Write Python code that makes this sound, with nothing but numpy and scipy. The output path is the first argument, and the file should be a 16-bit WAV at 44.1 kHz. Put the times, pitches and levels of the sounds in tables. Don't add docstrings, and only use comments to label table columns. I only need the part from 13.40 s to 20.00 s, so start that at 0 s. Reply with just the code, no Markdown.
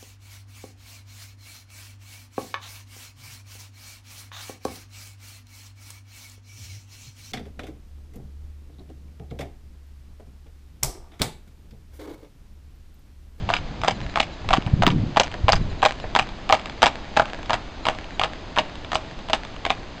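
import sys
import numpy as np
from scipy import signal
from scipy.fft import rfft, irfft
from scipy.io import wavfile
from scipy.ndimage import uniform_filter1d

SR = 44100
rng = np.random.default_rng(int(sys.argv[2]) if len(sys.argv) > 2 else 0)


def output_pcm(signal):
    pcm = np.clip(np.atleast_2d(signal).T, -1, 1) * 32767
    wavfile.write(sys.argv[1], SR, np.round(pcm).astype(np.int16))


N = 291060
TIME = np.arange(N) / SR
AGE = TIME[:SR // 12]
ATTACK = AGE < .004

# (frequency [Hz], relative level [dB])
HUSH_SPECTRUM = [(20, -13), (35, 6.5), (50, -6.5), (140, -6.5), (310, -7), (420, -12.5), (620, -10),
                 (1400, -19), (3700, -22.5), (5500, -27), (7300, -38.5), (9000, -56)]
# (frequency [Hz], relative level [dB])
RUMBLE_SPECTRUM = [(20, -0.5), (36, -3), (65, -6), (100, -10), (200, -25.5), (400, -76.5)]
# (frequency [Hz], relative level [dB])
FLUTTER_SPECTRUM = [(40, -69), (100, 9.5), (190, 3), (320, -4), (500, -15.5), (1000, -43), (3000, -78)]
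# (peak time [s], swell to 1/e [s], rumble [dB], flutter [dB])
GUSTS = [(.02, 0.23, -37, -36), (.52, 0.24, -37.5, -37), (1.11, 0.069, -27.5, -33), (1.5, 0.19, -27.5, -23),
         (2.188, 0.15, -23.5, -31), (2.72, 0.17, -38.5, -41)]
BREEZE_RUMBLE_DB, BREEZE_FLUTTER_DB = -40, -66
# (time [s], peak level [dB], pulse frequency [Hz])
BUFFETS = [(.038, -18, 70.4), (0.656, -19.5, 55.4), (1.084, -21, 60.5), (1.185, -8, 212), (1.268, -13, 109),
           (1.339, -3.5, 113), (1.474, -3, 240), (1.563, -12, 185), (1.638, -12, 149), (2.045, -9.5, 70),
           (2.215, -13.5, 130)]
# (first touch [s], roll until flat [s],
# touch level [dB], flat slap level [dB], clop pitch control [Hz], steel over horn [dB],
# edge click pitch control [Hz])
LANDINGS = [(0.09, 0.012, -18, -14.5, 940, -8.5, 2580), (0.1379, 0.0034, -18, -26, 1060, 4, 2840),
            (0.4353, 0.011, -19, -17, 950, -8, 3800), (0.4771, 0.0046, -23, -10.5, 870, -2.5, 3760),
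            (0.758, 0.015, -17, -15.5, 935, -3, 2970), (0.7999, .0033, -20.5, -15, 900, 2.5, 3500),
            (1.0891, 0.018, -22.5, -14, 790, 0, 3450), (1.1307, 0.0052, -13, -8, 840, -4.5, 3160),
            (1.4221, 0.012, -13, -12.5, 960, -7.5, 2980), (1.466, 0.012, -13, -16, 1160, 2, 3010),
            (1.7617, 0.0084, -19, -7, 860, -8, 2910), (1.798, 0.0092, -9.5, -13, 760, -1.5, 4080),
            (2.0826, 0.0085, -10, -8, 860, -6.5, 2640), (2.1216, 0.0098, -21.5, -11.5, 950, 0.5, 4250),
            (2.4275, 0.00362, -11, -6, 870, -14, 2950), (2.4522, .0075, -10.5, -9.5, 900, -3, 3500),
            (2.751, 0.011, -13.5, -10, 860, -3, 3020), (2.7896, 0.0053, -15.5, -11.5, 980, -0.5, 3720),
            (3.098, 0.0077, -11.5, -17, 885, -11, 2960), (3.125, 0.0095, -6.5, -14.5, 820, -3.5, 3280),
            (3.4199, 0.0092, -16.5, -3.5, 994, -1, 3260), (3.459, 0.0072, -13.5, -9.5, 785, -0.5, 3850),
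            (3.7659, .0058, -19.5, -9.5, 850, -5.5, 3440), (3.7966, .004, -7.5, -27, 800, -13.5, 2460),
            (4.0966, 0.0091, -20, -14, 950, -6, 2540), (4.132, .0085, -18, -17.5, 1000, -2.5, 3900),
            (4.4538, 0.014, -22.5, -15, 870, 0, 3220), (4.4859, 0.011, -13, -24, 800, -5, 2710),
            (4.7957, 0.019, -20, -14, 980, 2, 2960), (4.8358, 0.0075, -16, -21.5, 1010, -1, 2760),
            (5.1668, 0.0084, -21, -15, 920, -9.5, 3200), (5.1857, 0.0053, -13, -15, 810, 0, 3170),
            (5.518, 0.013, -23, -18.5, 900, -3.5, 3170), (5.548, 0.0068, -31, -15, 850, 1, 4180),
            (5.8863, 0.012, -30.5, -22, 880, -3, 3480), (5.9325, 0.0045, -13, -18.5, 920, 0.5, 3840),
            (6.2514, 0.012, -21.5, -21, 930, 1, 2800), (6.2983, 0.005, -29.5, -13, 930, 1, 2830)]
# (frequency [Hz], level [dB], decay by 60 dB [s])
HOOF_MODES = [(678, -12, 0.057), (797, -2.5, 0.024), (1013, -9.5, 0.016), (1176, -0.5, 0.0086),
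              (1780, -12.5, 0.0082)]
# (frequency [Hz], level [dB], decay by 60 dB [s])
SHOE_MODES = [(2347, 4, 0.0099), (2765, 3.5, 0.0084), (3210, 12, 0.0036), (3714, -3.5, 0.0089),
              (4440, -4, 0.0014), (5070, -12, 0.024), (5670, -8.5, 0.0096), (7600, -13, 0.0048)]
# (frequency [Hz], relative level [dB])
GRIT_SPECTRUM = [(300, -8), (700, -2.5), (1200, -12), (1700, -2), (3000, -12.5), (4800, -14.5),
                 (5600, -19.5), (6400, -20.5), (7500, -25), (9000, -36)]
EDGE_PITCH_RATIO = 1.06
FLAT_CLICK_HZ, EDGE_SHARE = 3200, .35
CUSHION_DB_PER_S = 539
ROCK_SHARE, ROCK_LOSS_DB = .85, 12
CHATTER_S, CHATTER_LOSS_DB = .024, 16
# (time [s], delay [s], level [dB])
WALL_SLAP = [(0, 0.028, -7), (.8, 0.027, -12.5), (1.5, 0.037, -14), (2.8, 0.031, -18), (3.5, 0.019, -16.5),
             (4.8, 0.017, -23), (5.5, 0.024, -28), (6.3, 0.022, -19.5)]
# (time [s], level [dB])
DIFFUSE_SEND = [(0, -20.5), (2, -23.5), (3.3, -17), (4.5, -13), (6.6, -18)]
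# (frequency [Hz], relative level [dB])
YARD_SPECTRUM = [(200, 7.5), (450, 3.5), (800, 2.5), (1700, 1), (3000, 0), (8000, -1.5)]
# (time [s], click level [dB])
SCUFF_TOUCHES = [(.416, -31.5), (.604, -37.5), (1.223, -36), (1.264, -32.5), (1.862, -35), (1.916, -35.5),
                 (2.4201, -29.5), (2.522, -32.5), (2.6, -36), (2.890, -37.5), (3.092, -24), (3.196, -34.5),
                 (3.258, -29.5), (3.298, -35), (3.856, -32), (3.9, -38), (4.03, -37.5), (4.059, -38),
                 (4.549, -39), (4.643, -38), (5.1617, -30), (5.355, -38), (5.447, -35), (5.79, -40),
                 (6.05, -35), (6.164, -38)]
# (time [s], level [dB])
SKIDS = [(0.4817, -24.5), (1.7974, -19.5), (2.1215, -13.5), (2.128, -27), (5.547, -28)]
# (frequency [Hz], level [dB], decay by 60 dB [s])
SKID_MODES = [(4600, 3, .012), (4830, 0, 0.0095), (6000, -8, .01), (6430, -3.5, 0.0096)]
CHIPS = [.54, 0.621, 0.691, 0.917, 2.207, 2.29, 2.376, 2.606, 4.425, 4.73]
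# (time [s], sole level [dB])
FOOTFALLS = [(1.045, -33.5), (1.273, -27), (1.944, -29.5), (2.314, -35.5), (2.64, -26.5), (2.986, -38),
             (3.989, -33.5)]


def from_db(db):
    return 10 ** (np.asarray(db) / 20)


def rms_one(x):
    return x / np.sqrt(np.mean(x ** 2) + 1e-20)


def attack_one(x):
    return x / np.sqrt(np.mean(x[ATTACK] ** 2) + 1e-20)


def in_time(rows):
    s, *columns = np.transpose(rows)
    return [np.interp(TIME, s, c) for c in columns]


def add(out, s, sound):
    i = max(round(s * SR), 0)
    out[i:i + len(sound)] += sound[:max(N - i, 0)]


def colour(x, spectrum):
    hz, db = np.transpose(spectrum)
    f = np.maximum(np.arange(len(x) // 2 + 1) * SR / len(x), 1)
    gain = from_db(np.interp(np.log(f), np.log(hz), db))
    return rms_one(irfft(rfft(x) * gain, len(x)))


def cut(x, hz, kind, order=2):
    return signal.sosfilt(signal.butter(order, hz, kind, fs=SR, output="sos"), x)


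def hush(level_db=-37.87):
    return from_db(level_db) * colour(rng.standard_normal(N), HUSH_SPECTRUM)


def wind(lumpy_db=3, lumps_hz=25):
    rumble, flutter = from_db(BREEZE_RUMBLE_DB), from_db(BREEZE_FLUTTER_DB)
    for s, swell_s, rumble_db, flutter_db in GUSTS:
        swell = np.exp(-((TIME - s) / swell_s) ** 2)
        rumble = rumble + from_db(rumble_db) * swell
        flutter = flutter + from_db(flutter_db) * swell
    lumps = rms_one(cut(rng.standard_normal(N), lumps_hz, "low"))
    flutter = flutter * from_db(lumpy_db * np.tanh(lumps))
    out = rumble * colour(rng.standard_normal(N), RUMBLE_SPECTRUM)
    out += flutter * colour(rng.standard_normal(N), FLUTTER_SPECTRUM)
    middle = AGE.mean()
    for s, db, hz in BUFFETS:
        u = (np.pi * hz * (AGE - middle)) ** 2
        dip = (2 * u - 1) * np.exp(-u)
        add(out, s - middle, from_db(db) * dip)
    return out


def grains(per_s, spread_db):
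    sizes = from_db(spread_db * np.minimum(rng.exponential(1, N), 4))
    return (rng.random(N) < per_s / SR) * sizes * rng.choice([-1, 1], N)


def strike(modes, pitch_hz, stretch, tilt_db, scatter_db, detune, rise_s):
    hz, db, t60 = np.transpose(modes)
    centre = np.average(hz, weights=from_db(db) ** 2 * t60)
    shift = np.log2(pitch_hz / centre)
    tilt = tilt_db * shift * np.log2(hz / centre)
    gain = from_db(db + tilt + scatter_db * rng.standard_normal(len(hz)))
    hz = hz * 2 ** (stretch * shift + detune * rng.standard_normal(len(hz)))
    rings = np.sin(2 * np.pi * hz[:, None] * (AGE - rise_s)) * from_db(-60 * AGE / t60[:, None])
    return attack_one(gain @ rings * np.minimum(AGE / rise_s, 1))


def roughen(ring, rasp_db, rasp_t60):
    spray = rng.standard_normal(len(AGE)) * from_db(-60 * AGE / rasp_t60)
    rasp = attack_one(signal.fftconvolve(ring, spray)[:len(AGE)])
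    return attack_one(ring + from_db(rasp_db) * rasp)


def clop(pitch_hz, thud_hz=260, thud_t60=0.018, thud_db=-10):
    horn = strike(HOOF_MODES, pitch_hz, stretch=0.34, tilt_db=29.0, scatter_db=2.5, detune=0.072,
                  rise_s=0.00089)
    thud = np.sin(2 * np.pi * thud_hz * AGE) * from_db(thud_db - 60 * AGE / thud_t60)
    return roughen(horn, rasp_db=-2.5, rasp_t60=0.022) - thud


def click(pitch_hz):
    steel = strike(SHOE_MODES, pitch_hz, stretch=0.046, tilt_db=21, scatter_db=2.5, detune=0.044,
                   rise_s=0.000399)
    rough = roughen(steel, rasp_db=-4.5, rasp_t60=0.012)
    return attack_one(cut(rough, 1490, "high", order=3))


def contacts(count=4):
    rows = []   # (time [s], horn [dB], clop pitch [Hz], steel over horn [dB], click pitch [Hz])
    for s, roll_s, touch_db, slap_db, hz, steel_db, edge_hz in LANDINGS:
        flat_steel_db = steel_db - CUSHION_DB_PER_S * roll_s
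        flat_hz = FLAT_CLICK_HZ + EDGE_SHARE * (edge_hz - FLAT_CLICK_HZ)
        rock_s, rock_db = s + roll_s * (1 + ROCK_SHARE), slap_db - ROCK_LOSS_DB
        chatter_db = max(touch_db, slap_db) - CHATTER_LOSS_DB
        rows.append((s, touch_db, hz * EDGE_PITCH_RATIO, steel_db, edge_hz))
        rows.append((s + roll_s, slap_db, hz, flat_steel_db, flat_hz))
        rows.append((rock_s, rock_db, hz / EDGE_PITCH_RATIO, flat_steel_db, flat_hz))
        for late_s in CHATTER_S * rng.random(count):
            rows.append((s + late_s, chatter_db, hz, flat_steel_db, edge_hz))
    return rows


def hooves(horn_trim_db=-1.0, steel_trim_db=-0.8, grit_db=-4.5, grit_t60=0.056, slide_s=0.0044):
    out, pressure = np.zeros(N), np.zeros(N)
    for s, db, clop_hz, steel_db, click_hz in contacts():
        horn = from_db(db + horn_trim_db)
        steel = from_db(db + steel_db + steel_trim_db)
        add(out, s, horn * clop(clop_hz) + steel * click(click_hz))
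        add(pressure, s, (horn * steel) * from_db(-60 * AGE / grit_t60) ** 2)
    grinding = np.sqrt(np.abs(uniform_filter1d(pressure, max(int(slide_s * SR), 1))))
    return out + from_db(grit_db) * grinding * colour(grains(2200, 6.7), GRIT_SPECTRUM)


def yard(x, early_t60=0.19, late_t60=1.0, late_db=-17, wall_low_hz=900, build_s=0.0027,
         eaves_db=-4, eaves_t60=.06):
    delay, wall_db = in_time(WALL_SLAP)
    smear = rng.standard_normal(len(AGE)) * from_db(-60 * AGE / eaves_t60)
    smeared = signal.fftconvolve(x, smear / np.linalg.norm(smear))[:N]
    bounced = cut(x + from_db(eaves_db) * smeared, wall_low_hz, "high", order=1)
    slap = from_db(wall_db) * np.interp(TIME - delay, TIME, bounced)
    t = TIME[:SR]
    early, late = from_db(-60 * t / early_t60), from_db(late_db - 60 * t / late_t60)
    decay = (early + late) * np.minimum(t / build_s, 1)
    response = colour(rng.standard_normal(SR), YARD_SPECTRUM) * decay
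    send = x * from_db(in_time(DIFFUSE_SEND)[0])
    diffuse = signal.fftconvolve(send, response / np.linalg.norm(response))[:N]
    return slap + diffuse


def scuffs(pitch_hz=3500, knock_hz=1000, knock_db=-2, loose_db=-45, loose_t60=1.16, grain_cut_hz=6500):
    out, stirred = np.zeros(N), np.zeros(N)
    for s, db in SCUFF_TOUCHES:
        add(out, s, from_db(db) * (click(pitch_hz) + from_db(knock_db) * clop(knock_hz)))
    settling = from_db(-60 * TIME[:SR // 2] / loose_t60)
    for s, _, touch_db, slap_db, *_ in LANDINGS:
        add(stirred, s, (from_db(max(touch_db, slap_db)) * settling) ** 2)
    loose = cut(colour(grains(110, 7), GRIT_SPECTRUM), grain_cut_hz, "low")
    return out + from_db(loose_db) * rms_one(np.sqrt(stirred)) * loose


def skids(pitch_hz=5400, rasp_db=0, rasp_t60=0.016):
    out = np.zeros(N)
    for s, db in SKIDS:
        ring = strike(SKID_MODES, pitch_hz, stretch=0, tilt_db=5, scatter_db=4.5, detune=.01,
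                      rise_s=0.00047)
        add(out, s, from_db(db) * roughen(ring, rasp_db, rasp_t60))
    return out


def bird(top_hz=4100, fall_hz=450, crest=0.28, chip_s=0.036, chip_db=-46,
         upper_hz=6900, upper_rise_hz=250, upper_db=-11):
    out, u = np.zeros(N), np.minimum(AGE / chip_s, 1)
    lower = top_hz - fall_hz * ((u - crest) / (1 - crest)) ** 2
    upper = upper_hz + upper_rise_hz * u
    for s, shift in zip(CHIPS, rng.normal(1, 0.015, len(CHIPS))):
        for hz, db in ((lower, chip_db), (upper, chip_db + upper_db)):
            whistle = np.sin(2 * np.pi * np.cumsum(shift * hz) / SR)
            add(out, s, from_db(db) * np.sin(np.pi * u) * whistle)
    return out


def handler(sole_t60=0.073, sole_cut_hz=1100, knock_hz=800, knock_db=-4):
    out, pressure = np.zeros(N), np.zeros(N)
    for s, db in FOOTFALLS:
        add(out, s, from_db(db + knock_db) * clop(knock_hz))
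        add(pressure, s, from_db(db - 60 * AGE / sole_t60))
    crunch = rms_one(cut(colour(rng.standard_normal(N), GRIT_SPECTRUM), sole_cut_hz, "low"))
    return out + pressure * crunch


def scene():
    steps = hooves() + scuffs() + skids() + handler()
    return (hush() + wind() + steps + yard(steps) + bird())[None]


def record(dry, notch_hz=5550, notch_q=8, notch_db=-15, ceiling_db=0.0, top_hz=8600):
    notched = signal.lfilter(*signal.iirnotch(notch_hz, notch_q, SR), dry)
    coloured = notched + from_db(notch_db) * (dry - notched)
    rounded = coloured / (1 + (coloured / from_db(ceiling_db)) ** 6) ** (1 / 6)
    return signal.sosfilt(signal.ellip(8, .3, 70, top_hz, fs=SR, output="sos"), rounded)


dry = scene()
out = record(dry)
output_pcm(out)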